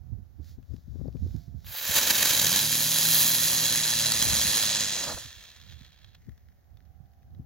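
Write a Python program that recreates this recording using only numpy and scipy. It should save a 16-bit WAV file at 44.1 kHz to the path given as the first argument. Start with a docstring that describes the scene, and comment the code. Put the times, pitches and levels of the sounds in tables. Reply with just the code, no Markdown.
"""Wet paving at night, where a ground spinner firework goes off: noise shaped by filters makes its gas, random impulses its sparks.
The fuse fizzes, the charge catches, and the tube tumbles, then spins up. Its hissing jet is modulated by each turn and wobble,
and sines locked to the rotation make a low hum. It dies to a fizzle and a few ticks, which are short ringing cracks of noise.
Wind buffets the two microphone ports in turn, as low noise and pressure pulses; a motor, a few sine lines, whines far away."""
import sys
import numpy as np
from scipy import signal
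from scipy.fft import rfft, irfft, next_fast_len
from scipy.io import wavfile
from scipy.ndimage import map_coordinates

SR = 44100
rng = np.random.default_rng(int(sys.argv[2]) if len(sys.argv) > 2 else 0)


def wav_record(signal):
    """Record a signal, one row per channel, as 16-bit PCM in the file named by sys.argv[1]."""
    frames = np.transpose(np.atleast_2d(signal))
    bounded = np.clip(frames, -1, 1)
    # unit amplitude maps onto the largest positive 16-bit level
    quanta = np.round(bounded * 32767).astype(np.int16)
    wavfile.write(sys.argv[1], SR, quanta)


N = 328567

# rotation of the tube: (time [s], spin [turns/s])
SPIN_RATE = [(1.9, 24), (2.17, 31), (2.5, 112), (2.66, 151), (3.35, 164), (4.3, 149), (4.7, 141),
             (5.3, 120), (5.75, 100), (6.1, 90)]
# the strongest eddies of the wind:
# (time [s], relative level [dB], left minus right [dB], pitch of the pop [Hz])
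WIND_EDDIES = [(.119, -27.5, -32, 168), (.178, -33.5, -20, 200), (.394, -26, -18, 195),
               (.581, -29.5, 25, 237), (.707, -33, 20, 170), (.735, -27.5, 20, 238), (.778, -44, 20, 300),
               (.877, -33.5, 20, 170), (.952, -29.5, 26, 290), (.991, -28, 23, 220),
               (1.007, -25.5, 27, 318), (1.051, -27, 23, 377), (1.077, -26.5, 7, 374),
               (1.148, -24.5, 24, 292), (1.222, -26, -14, 130), (1.241, -29.5, -14, 130),
               (1.259, -29.5, 0, 300), (1.345, -20.5, -25, 207), (1.479, -29.5, -20, 130),
               (1.543, -27.5, -20, 150), (1.89, -29, -25, 110), (4.264, -21, 19.5, 270),
               (4.328, -23.5, 18.5, 160.5), (4.449, -27.5, 12.5, 130), (5.142, -31, -12, 130),
               (5.248, -36.5, -17, 130), (5.808, -41.5, -13, 200), (6.282, -32.5, 27, 272),
               (7.001, -36, -25, 110), (7.393, -29, 9, 180)]
# spectrum of wind noise at a port: (frequency [Hz], relative density [dB])
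WIND_SPECTRUM = [(20, -30), (45, -3.5), (75, 7.5), (120, -4), (220, -16), (350, -29.5), (700, -42),
                 (1500, -64), (3000, -96.5)]

WHIRL_S, WHIRL_RISE_S = 2.34, .14  # tumbling turns into whirling
LOPSIDED_S, LOPSIDED_RISE_S = 3.1, .8  # it wobbles more as it burns hollow
STALL_S, STALL_LENGTH_S = 4.9, .1  # too little thrust is left to keep it whirling
OUT_S, OUT_RELEASE_S = 6.15, .05  # the flame goes out


def amp(db):
    """Amplitude ratio of a level: 20 dB is a factor of ten."""
    return np.exp(np.asarray(db) * (np.log(10) / 20))


def unit(x):
    """Normalisation by the root mean square, to rms 1."""
    return x / np.sqrt(np.mean(x ** 2) + 1e-20)


def bell(u):
    """Gaussian bump of height 1 around u = 0."""
    return np.exp(-np.minimum(u * u, 20))


def ramp(start, length):
    """Linear onset from 0 to 1 over length seconds."""
    return np.clip((np.arange(N) / SR - start) / length, 0, 1)


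def bump(s, length):
    """Gaussian in time, whose standard deviation is the half length [s]."""
    t = np.arange(N) / SR
    return bell((t - s) / length / np.sqrt(2))


def swells(rows):
    """Power addition of (time [s], level [dB], half length [s]) swells, returned as a gain."""
    return np.sqrt(sum((amp(db) * bump(s, length)) ** 2 for s, db, length in rows))


def bumps_db(rows):
    """Level addition of (time [s], lift [dB], half length [s]) bumps, returned in dB."""
    return sum(db * bump(s, length) for s, db, length in rows)


def along(points, hz):
    """Interpolation of (frequency [Hz], value) points on a log frequency axis."""
    f, v = np.transpose(points)
    return np.interp(np.log(hz + 1), np.log(f + 1), v)


def curve(rows):
    """Linear interpolation of (time [s], value) points at every sample."""
    s, values = np.transpose(rows)
    return np.interp(np.arange(N) / SR, s, values)


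def wobble(rate):
    """Band-limited random fluctuation: a smooth curve through rate random knots a second."""
    at = np.linspace(0, N, int(8 * N * rate / SR) + 2)
    knots = rng.standard_normal(int(N * rate / SR) + 4)
    smooth = map_coordinates(knots, [at * rate / SR])
    return np.interp(np.arange(N), at, smooth)


def filtered(x, response):
    """Linear filtering: the spectrum of x times a response of frequency."""
    m = next_fast_len(N + 8192)
    return irfft(rfft(x, m) * response(np.fft.rfftfreq(m, 1 / SR)), m)[..., :N]


def changing(x, response):
    """Time-varying filtering: short-time spectra times a response of frequency and time."""
    hz, s, z = signal.stft(x, SR, nperseg=1024)
    return signal.istft(z * response(hz[:, None], s), SR, nperseg=1024)[1][:, :N]


def noise(spectrum, channels=2):
    """Spectral shaping of independent white noises, to rms 1 overall."""
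    white = rng.standard_normal((channels, N))
    return unit(filtered(white, lambda hz: amp(along(spectrum, hz))))


def sparks(rate, spread_db):
    """Poisson-like impulses, rate a second per channel, whose exponential levels make a few much bigger."""
    place, sign, chance = rng.random((int(2 * rate * N / SR), 3)).T
    size_db = spread_db * np.minimum(-np.log(1 - chance), 3)
    size = (2 * sign - 1) * amp(size_db)
    return unit(np.bincount((place * 2 * N).astype(int), size, 2 * N).reshape(2, N))


def panned(db):
    """Level difference between the ports at constant power: left and right gains of mean power 1."""
    gains = amp(np.array([db, -db]) / 2)
    return gains / np.sqrt(np.mean(gains ** 2, axis=0))


def at_ports(pair):
    """Partial coherence: two independent signals become one source, with level and phase differences between ports."""
    # likeness of the ports: (frequency [Hz], correlation [-1 to 1])
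    likeness = [(100, .85), (500, .97), (1800, .94), (3500, .9), (7000, .84), (8600, .65), (11000, .8),
                (15800, .78)]
    # level difference: (frequency [Hz], left minus right [dB])
    level_tilt = [(60, -14.5), (99, -8), (160, -4), (270, -0.5), (450, 1.5), (740, -3), (1220, -2),
                  (2010, -1), (3330, -1), (5500, -1.5), (9080, -3), (15000, -1.5)]
    # phase difference: (frequency [Hz], phase by which left leads [rad])
    phase_lead = [(100, 0), (1000, -.05), (1900, .1), (2600, .9), (3100, .2), (4600, .85), (6200, .3),
                  (7500, 1.6), (8700, .25), (10000, .6), (11500, 1.85), (15800, 2.4)]
    m = next_fast_len(N + 8192)
    hz = np.fft.rfftfreq(m, 1 / SR)
    common, diffuse = rfft(pair, m)
    turn = np.arccos(along(likeness, hz)) / 2
    mid, side = common * np.cos(turn), diffuse * np.sin(turn)
    skew = amp(along(level_tilt, hz) / 2) * np.exp(1j * along(phase_lead, hz) / 2)
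    return irfft(np.array([(mid + side) * skew, (mid - side) / skew]), m)[:, :N]


def drifting(pair):
    """Time difference of arrival: the firework drifts left, so its sound leads more and more at the left port."""
    # bearing: (time [s], further delay by which left leads [samples])
    bearing = [(1.8, -.6), (2.5, -.1), (3.25, -.12), (3.8, .4), (4.85, .6), (5.3, .95), (5.9, 1.45)]

    def half_lead(hz, s):
        return np.pi * hz / SR * np.interp(s, *np.transpose(bearing))

    return changing(pair, lambda hz, s: np.exp(1j * np.multiply.outer([1, -1], half_lead(hz, s))))


def yard(x, wet_db=-12, t60=0.083):
    """Scattering from kerb and walls: a short decaying answer, which ripples the colour of a steady hiss."""
    t = np.arange(SR // 8) / SR
    tail = rng.standard_normal((2, len(t))) * amp(-60 * t / t60) * (t > .001)
    tail = amp(wet_db) * tail / np.linalg.norm(tail[0])
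    return x + signal.fftconvolve(x, tail, axes=1)[:, :N]


def ringing(colour, hz, glide=1, left_share=0.77, right_share=1.2):
    """Resonance and interference on a broad colour; they stand out more at the right port."""
    # resonances of tube and paving, before each port's share:
    # (centre [Hz], half width [Hz], lift [dB])
    resonances = [(1744, 230, 6.5), (2550, 170, 0.5), (3290, 180, 6), (4000, 290, 6.5), (4800, 150, 2),
                  (5500, 150, 1), (6330, 190, 3), (7250, 500, 1.5)]
    # bands cancelled by the bounce off the paving, before each port's share:
    # (centre [Hz], half width [Hz], lift [dB])
    notches = [(770, 86, -3.5), (2090, 90, -3.5), (2940, 100, -3.5), (3620, 90, -2.5), (5210, 120, -5),
               (5880, 130, -5.5)]
    lift_db = sum(db * bell((hz / glide - centre) / width) for centre, width, db in [*resonances, *notches])
    return amp(along(colour, hz) + np.multiply.outer([left_share, right_share], lift_db))


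def night():
    """Beating of slightly unsteady shaft harmonics: a far motor fades in and out on the wind, over quiet town air."""
    # spectrum of the air: (frequency [Hz], relative density [dB])
    air_spectrum = [(100, -1.5), (200, -9.5), (350, -16), (700, -16.5), (1050, -23), (1600, -22.5),
                    (2500, -31.5), (4000, -31.5), (6500, -31.5), (8400, -48.5), (11000, -34),
                    (15800, -27.5)]
    # lines of the whine, as multiples of the shaft speed
    harmonics = (12, 14, 15, 16)
    # the wind carries the motor over: (time [s], half length [s],
    # then one relative level [dB] for each of the four lines)
    motor_swells = [(.05, 0.17, -88, -82, -75.5, -82), (.4, .17, -88, -82, -86, -77.5),
                    (1.38, .24, -84, -70, -80, -82), (6.0, .5, -90, -90, -78, -85.5),
                    (7.2, .42, -83, -73, -71, -71)]
    shaft_hz = 49.2 + 0.06 * wobble(6)
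    shaft = 2 * np.pi * np.cumsum(shaft_hz) / SR
    s, length, *line_dbs = np.transpose(motor_swells)
    whine = 0
    for k, db in zip(harmonics, line_dbs):
        line = np.sin(k * shaft + 2 * np.pi * rng.random())
        whine = whine + swells(zip(s, db, length)) * amp(wobble(4)) * line
    *apart, shared = noise(air_spectrum, channels=3)
    return amp(-4.0) * whine + amp(-66.5) * np.array(apart) + amp(-76.5) * shared


def wind():
    """Turbulent pressure noise: a light breeze, and gusts that each catch one port more than the other."""
    # gusts: (time [s], level [dB], half length [s], left minus right [dB])
    gusts = [(.06, -41, 0.16, -22), (0.133, -35.5, 0.0073, -27), (0.513, -45, 0.033, -4),
             (0.724, -35.5, 0.02, 21), (1.017, -37, 0.084, 22), (1.258, -32, 0.054, -5),
             (1.476, -44, 0.13, -12), (1.586, -41, 0.018, -4), (1.687, -41.5, 0.034, -12),
             (4.32, -39.5, 0.09, 9.5), (5.133, -46, .04, -12), (5.72, -50, 0.1, -18), (6.269, -51, .05, 13),
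             (6.881, -52.5, 0.15, -22), (7.43, -41, 0.12, -3.5)]
    breeze_db, breeze_pan_db = -57, -9  # between gusts
    power = (amp(breeze_db) * panned(breeze_pan_db)[:, None]) ** 2
    for s, db, length, pan_db in gusts:
        power = power + (panned(pan_db)[:, None] * swells([(s, db, length)])) ** 2
    lumps = amp(3 * np.array([wobble(16), wobble(16)]))
    return np.sqrt(power) * unit(lumps * noise(WIND_SPECTRUM))


def buffets(rise=0.005, thud_hz=110, trail_db=-11, trail_s=0.02):
    """Pressure of a passing eddy: a damped low swing that swells and dies, trailing a ragged rumble."""
    t = np.arange(SR // 8) / SR
    out = np.zeros((2, N + SR))
    rumble = noise(WIND_SPECTRUM, channels=1)[0]
    for s, db, pan_db, _ in WIND_EDDIES:
        pitch = thud_hz * np.exp(0.18 * rng.standard_normal())
        phase = 2 * np.pi * rng.random()
        swell = (t / rise) ** 2 * np.exp(2 - 2 * t / rise)
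        thud = swell * np.sin(2 * np.pi * pitch * t + phase)
        excerpt = rumble[rng.integers(N - len(t)):][:len(t)]
        trail = amp(trail_db) * t / trail_s * np.exp(1 - t / trail_s) * excerpt
        out[:, round(s * SR):][:, :len(t)] += amp(db - 3.0) * panned(pan_db)[:, None] * (thud + trail)
    return out[:, :N]


def pops(wake_db=-9, wake_length=0.014):
    """Suction of a vortex core: a brief negative pulse at the port, inside a ragged wake."""
    # spectrum of the wake: (frequency [Hz], relative density [dB])
    wake_spectrum = [(80, -9.5), (160, 1), (260, 5), (400, -14.5), (700, -25), (1200, -33.5), (2500, -49.5),
                     (5000, -81)]
    delay_s, pop_db, db_per_octave, ref_hz = .007, -9, 8, 260  # smaller, faster eddies pop harder
    out, wake = np.zeros((2, N)), noise(wake_spectrum)
    offsets = np.arange(-(SR // 25), SR // 25)
    t = offsets / SR
    for s, db, pan_db, hz in WIND_EDDIES:
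        near = round((s + delay_s) * SR) + offsets
        u = (np.pi * hz * t) ** 2
        core = (2 * u - 1) * np.exp(-u)
        eddy = core + amp(wake_db) * np.exp(-(t / wake_length) ** 2) * wake[:, near]
        level_db = db + pop_db + db_per_octave * np.log2(hz / ref_hz)
        out[:, near] += amp(level_db) * panned(pan_db)[:, None] * eddy
    return out


def smoulder():
    """Residual crackle: with the flame out, the hot casing fizzes faintly on the wet stone, decaying steadily in dB."""
    # spectrum: (frequency [Hz], relative density [dB])
    smoulder_spectrum = [(500, -21), (1400, -11.5), (1900, 1.5), (2600, -11.5), (4000, -11), (7000, -10),
                         (8600, -27.5), (12000, -13.5), (15800, -12.5)]
    start_db, fade_db_per_s = -70, 25.5
    level_db = start_db - fade_db_per_s * np.maximum(np.arange(N) / SR - OUT_S, 0)
    crackle = rng.standard_normal((2, N)) + amp(-3.5) * sparks(rate=150, spread_db=3.5)
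    fizz = unit(filtered(at_ports(crackle), lambda hz: amp(along(smoulder_spectrum, hz))))
    return ramp(OUT_S, OUT_RELEASE_S) * amp(level_db) * fizz


def spits(echo_db=-21, echo_t60=0.092):
    """Impulsive excitation of a resonance: each crack rings and draws a faint answer from the yard; random ticks follow the flame."""
    # sharp spits of fuse and charge, and ticks of the cooling tube:
    # (time [s], relative level [dB], ring [Hz])
    spit_events = [(.628, -57, 2600), (.7375, -54, 5500), (.7647, -51, 4800), (1.0784, -55, 4600),
                   (1.126, -55, 5000), (1.1693, -53, 2400), (1.3084, -53.5, 2900), (1.6457, -43.5, 3500),
                   (1.7495, -28.5, 3600), (6.1482, -45, 3850), (6.2931, -47, 1790), (6.3195, -56, 1740),
                   (6.3779, -52, 1720), (6.4867, -53.5, 1900), (6.52, -60.5, 1800), (6.7715, -51, 3600),
                   (6.8044, -54, 1910), (6.853, -60.5, 4600), (7.1352, -59, 1100), (7.23, -59, 1840),
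                   (7.3482, -55.5, 3600)]
    # spectrum of a crack: (frequency [Hz], relative density [dB])
    crack_spectrum = [(300, -9.5), (1100, -4), (1800, -0.5), (2600, -7.5), (3700, -2.5), (6500, -10),
                      (8600, -22), (12000, -11), (15800, -13)]
    ring_db, ring_octaves = 9.5, .25  # height and half width of the ring
    t60 = .011
    t = np.arange(SR // 8) / SR
    shape = amp(-60 * t / t60) + amp(echo_db - 60 * t / echo_t60)
    hz, out = np.fft.rfftfreq(len(t), 1 / SR), np.zeros((2, N + SR))
    ticks = []  # mostly fainter, while the tube cools
    for _ in range(12):
        ticks.append((rng.uniform(OUT_S, N / SR), rng.normal(-66, 1.5), 2200 * rng.lognormal(0, .4)))
    for s, db, ring_hz in [*spit_events, *ticks]:
        ring = ring_db * bell(np.log2((hz + 1) / ring_hz) / ring_octaves)
        colour = amp(along(crack_spectrum, hz) + ring)
        crack = shape * irfft(rfft(rng.standard_normal((2, len(t)))) * colour, len(t))
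        crack *= np.linalg.norm(shape) / np.linalg.norm(crack[0])
        out[:, round(s * SR):][:, :len(t)] += amp(db) * crack
    return amp(-5.5) * at_ports(out[:, :N])


def fuse():
    """Combustion noise in soft spurts, with a little crackle, until the charge takes over."""
    # spurts: (time [s], relative level [dB], half length [s])
    spurts = [(.49, -63.5, .042), (.75, -73, 0.069), (.99, -73, 0.099), (1.32, -66, 0.12),
              (1.64, -68, 0.051)]
    # spectrum: (frequency [Hz], relative density [dB])
    fuse_spectrum = [(600, -36), (1500, -3), (2800, -10), (3700, 0), (5500, 0), (7000, -4), (8600, -23),
                     (10500, -11), (13000, -8), (15500, -5)]
    steady = amp(-85)  # the fizz between spurts
    level = np.hypot(swells(spurts), steady) * (1 - ramp(1.7, .05))
    fizz = rng.standard_normal((2, N)) + amp(-8.5) * sparks(rate=70, spread_db=4.5)
    fizz = unit(filtered(at_ports(fizz), lambda hz: amp(along(fuse_spectrum, hz))))
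    return amp(2.0) * level * fizz


def plug(s=1.7505, db=-33, hz=750, t60=0.0093):
    """Damped oscillation of a cavity: rising pressure clears the nozzle with one small, hollow pop."""
    t = np.arange(SR // 20) / SR
    out = np.zeros(N)
    out[round(s * SR):][:len(t)] = amp(db - 60 * t / t60) * np.sin(2 * np.pi * hz * t)
    return out


def ember(turns, flutter_db=1.5, flutter_db_per_s=2.0):
    """Amplitude modulation by the coasting tube: a weak, sputtering fizzle dulls and flutters more as it fades."""
    # strength of the fizzle: (time [s], relative level [dB])
    fizzle_level = [(5.25, -45.5), (5.37, -50), (5.46, -51), (5.6, -54.5), (5.64, -58), (5.715, -54.5),
                    (5.75, -58), (5.86, -58.5), (5.9, -61), (5.96, -62), (6.03, -62), (6.12, -67.5)]
    # last crumbs of powder flare, the final one as it goes out:
    # (time [s], relative level [dB], half length [s])
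    sputters = [(5.413, -49, .003), (5.549, -52.5, .003), (5.697, -54.5, .003), (5.711, -51, .002),
                (5.723, -52, .002), (5.735, -52, .002), (5.834, -55.5, .0025), (5.857, -55, .002),
                (5.975, -61.5, .003), (6.045, -56.5, 0.0031), (6.085, -63, .004), (6.151, -52, .004)]
    # spectrum: (frequency [Hz], relative density [dB])
    ember_spectrum = [(200, -18), (500, -9.5), (1300, -8), (2000, -4.5), (2700, -1), (3000, -4), (3400, 1),
                      (4300, -3.5), (5300, -4.5), (7000, -7.5), (8500, -22), (10500, -15), (15800, -15)]
    start_s = 5.24
    bright_db, dulling_db_per_s, treble_hz = 5.5, 11.5, 5400  # its treble dies first
    alight = ramp(start_s - .1, .1) - ramp(OUT_S, OUT_RELEASE_S)
    age = np.maximum(np.arange(N) / SR - start_s, 0)
    gas = rng.standard_normal((2, N)) + amp(-3.5) * sparks(rate=240, spread_db=2.0)
    swing_db = flutter_db + flutter_db_per_s * np.minimum(age, 1)
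    gas *= amp(swing_db * np.cos(turns * 3 / 4) + 1.0 * wobble(60) + 1.3 * wobble(250))
    fizzle = unit(filtered(yard(at_ports(gas)), lambda hz: ringing(ember_spectrum, hz)))
    dull = filtered(fizzle, lambda hz: 1 / (1 + (hz / treble_hz) ** 10))
    treble = amp(bright_db - dulling_db_per_s * age) * (fizzle - dull)
    level = np.hypot(amp(curve(fizzle_level)), swells(sputters))
    return alight * level * (dull + treble)


def by_speed(at_top, shortfall):
    """Speed dependence: at_top at top spin, growing linearly by shortfall towards standstill."""
    spin = curve(SPIN_RATE)
    return at_top + shortfall * (1 - spin / spin.max())


def whirl():
    """Steadiness of rotation, 0 to 1: from the end of the tumble until the tube stalls."""
    return ramp(WHIRL_S, WHIRL_RISE_S) - ramp(STALL_S, STALL_LENGTH_S)


def hum(turns):
    """Periodic forcing of the air, once a turn and once a wobble: partials, buzzier in spin-up, blurred by phase skids."""
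    # partials; the tube wobbles three times in four turns: (multiple of the spin,
    # relative level [dB], added while spinning up [dB], added once lopsided [dB])
    partials = [(3 / 4, -8.5, 0, 3), (1, -.5, -2.5, -3), (3 / 2, -9.5, 8.5, 3.3), (7 / 4, -15, 0, -4.5),
                (9 / 4, -17.5, 11, 3)]
    start_s, rise_s = 2.3, .1  # fast enough to hum
    spun_up_s, settle_s = 2.55, 0.18  # the tube settles into its spin
    peak_s, hum_db, sag_db_per_s2 = 3.05, -40, 2  # the hum arches over the burn
    level_db = hum_db - sag_db_per_s2 * (np.arange(N) / SR - peak_s) ** 2
    skid_radians = by_speed(.1, .4)
    spinning_up = 1 - ramp(spun_up_s, settle_s)
    lopsided = ramp(LOPSIDED_S, LOPSIDED_RISE_S)
    tone = 0
    for k, db, early_db, late_db in partials:
        partial_db = db + early_db * spinning_up + late_db * lopsided + 2.0 * wobble(11)
        tone = tone + amp(partial_db) * np.sin(k * (turns + skid_radians * wobble(35)))
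    return (ramp(start_s, rise_s) - ramp(STALL_S, STALL_LENGTH_S)) * amp(level_db) * tone


def powder_colour():
    """Layered combustion: sizzle and highest fizz in dB, as the flame passes from layer to layer."""
    # layers in the order they burn:
    # (time reached [s], sizzle relative to hiss [dB], highest fizz relative to hiss [dB])
    layers = np.array([(1.64, -17, -4.5), (1.86, -11, -6.5), (2.62, -7.5, -5.5), (3.58, -9.5, -10),
                       (4.68, -15, -17), (5.12, -9.5, -15)])
    blend_s = 0.12  # one layer burns into the next
    levels = layers[0, 1:, None]
    for s, step in zip(layers[1:, 0], np.diff(layers[:, 1:], axis=0)):
        levels = levels + step[:, None] * ramp(s - blend_s / 2, blend_s)
    return levels


def burning():
    """Ignition and burnout: the charge catches at once and gives out more slowly."""
    return ramp(1.635, .03) - ramp(5.18, 0.14)


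def facing(turns, tumble_s):
    """Directivity of a rotating source: level in dB as the nozzle sweeps round, less steady at low speed."""
    turn_db = whirl() * by_speed(1.17, 2)
    lopsided_db = 1.06 * ramp(LOPSIDED_S, LOPSIDED_RISE_S)
    wobble_db = whirl() * (by_speed(1.47, 3.5) + lopsided_db)
    facing_db = turn_db * np.cos(turns) + wobble_db * np.cos(turns * 3 / 4)
    facing_db -= (turn_db ** 2 + wobble_db ** 2) * np.log(10) / 40  # sweeping adds no power
    tumbling = ramp(tumble_s, .05) - ramp(WHIRL_S, WHIRL_RISE_S)
    return facing_db + 0.5 * tumbling * wobble(70)  # the hiss jolts


def jet(turns):
    """Turbulent jet noise: gas and sparks rush from the nozzle, louder each time it points this way."""
    # thrust: (time [s], relative hiss level [dB])
    thrust = [(1.645, -55.5), (1.7, -45.5), (1.84, -35.5), (1.92, -31), (2.2, -29.5), (2.42, -28),
              (2.55, -25), (2.67, -29), (2.98, -27.5), (3.2, -25.5), (3.36, -27.5), (4.7, -26.5),
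              (5.04, -33), (5.135, -38), (5.165, -42.5), (5.25, -44.5)]
    # brief bursts of the hiss: flares as the tube tumbles and spins up, later sharp spark cracks:
    # (time [s], lift [dB], half length [s])
    bursts = [(1.917, 2, .004), (1.966, 8.5, 0.016), (1.989, 4.5, .005), (2.028, 5, .009),
              (2.072, 6.5, .005), (2.107, 11, 0.005), (2.155, 5, .005), (2.184, 4, .003), (2.209, 5, .003),
              (2.228, 8.5, .003), (2.257, 7.5, .004), (2.279, 5.5, .003), (2.297, 5, .003),
              (2.31, 6.5, .004), (2.335, 5, .003), (2.35, 3.5, .002), (2.367, 3.5, .002),
              (2.377, 7.5, .002), (2.397, 6, .0025), (2.42, 4.5, .002), (2.429, 4.5, .002),
              (2.448, 5, .002), (2.469, 5, .003), (3.725, 3, .002), (3.776, 3.5, .002), (4.062, 3.5, .002),
              (4.121, 4, .002), (4.226, 5, .002), (5.04, 5, .002)]
    # the roar flares as the charge gives out, and ends in a puff:
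    # (time [s], lift [dB], half length [s])
    gasps = [(5.037, 5, 0.048), (5.089, 10.5, 0.014), (5.126, 12.5, .016), (5.176, 20, 0.0057)]
    # broad spectrum of the jet: (frequency [Hz], relative density [dB])
    jet_spectrum = [(50, -15), (130, -9.5), (270, -7), (400, -18), (560, -11.5), (800, -12.5),
                    (1300, -15.5), (2600, -8), (4500, -4.5), (7000, -1), (8600, -13.5), (10800, -0.5),
                    (13000, -5.5), (15800, -6)]
    # the tube skitters and the bounce off the paving changes:
    # (time [s], pitch of resonances and notches [ratio])
    ring_glide = [(2.4, .967), (3, 1), (4.7, 1.015)]

    hiss_db = curve(thrust) + bumps_db(bursts)
    gasp_db = bumps_db(gasps)
    sizzle_db, fizz_db = powder_colour()
    facing_db = facing(turns, tumble_s=bursts[0][0])
    sputter_db = .3 * wobble(12) + .6 * wobble(45) + 1.1 * wobble(320)  # the powder burns unevenly
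    gas = rng.standard_normal((2, N)) + amp(-11.5) * sparks(rate=500, spread_db=4)
    rush = yard(at_ports(gas * amp(facing_db + sputter_db)))
    rush = changing(rush, lambda hz, s: ringing(jet_spectrum, hz, np.interp(s, *np.transpose(ring_glide))))

    def below(hz, edge_hz):
        return 1 / (1 + (hz / edge_hz) ** 20)

    def band(lo_hz, hi_hz):
        part = filtered(rush, lambda hz: below(hz, hi_hz) - below(hz, lo_hz))
        return part / np.std(part.mean(axis=0)) * amp(0.75 * wobble(70))

    deep_hz, low_hz, body_hz, keen_hz, high_hz, highest_hz = 400, 1450, 2800, 5200, 8600, 11800  # band edges
    # the hiss starts soft and turns keen as the pressure builds
    keen_db = -5.5 * (1 - ramp(1.76, .12))
    hiss = amp(by_speed(-12.5, 6.5)) * band(low_hz, body_hz)  # its hollow body
    hiss = hiss + amp(-3.5) * band(body_hz, keen_hz)
    hiss = hiss + amp(keen_db - 3.5) * band(keen_hz, high_hz)
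    # the deepest part builds as the tube gets going
    rumble = amp(0.87 * gasp_db - 3.5) * ramp(1.7, 0.39) * band(32, deep_hz)
    roar = amp(by_speed(-17.5, 5.5)) * (rumble + amp(gasp_db) * band(deep_hz, low_hz))
    sizzle = amp(sizzle_db + 0.46) * band(high_hz, highest_hz)
    fizz = amp(fizz_db + 3.5 + 1.2 * wobble(12)) * band(highest_hz, SR / 2)
    return burning() * amp(hiss_db - 0.41) * (roar + hiss + sizzle + fizz)


def scene():
    """Superposition of sources: the firework a few steps away, in wind."""
    turns = 2 * np.pi * np.cumsum(curve(SPIN_RATE)) / SR  # angle [rad]
    background = night() + wind() + buffets() + pops()
    firework = smoulder() + spits() + fuse() + plug() + ember(turns) + hum(turns) + jet(turns)
    return background + drifting(firework)


def record(dry):
    """Soft saturation and band limiting: the recorder rounds off the highest peaks and keeps nothing above its limit."""
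    ceiling, top_hz = .47, 15850
    rounded = dry / (1 + (dry / ceiling) ** 4) ** (1 / 4)
    return filtered(rounded, lambda hz: hz < top_hz)


dry = scene()
out = record(dry)
wav_record(out)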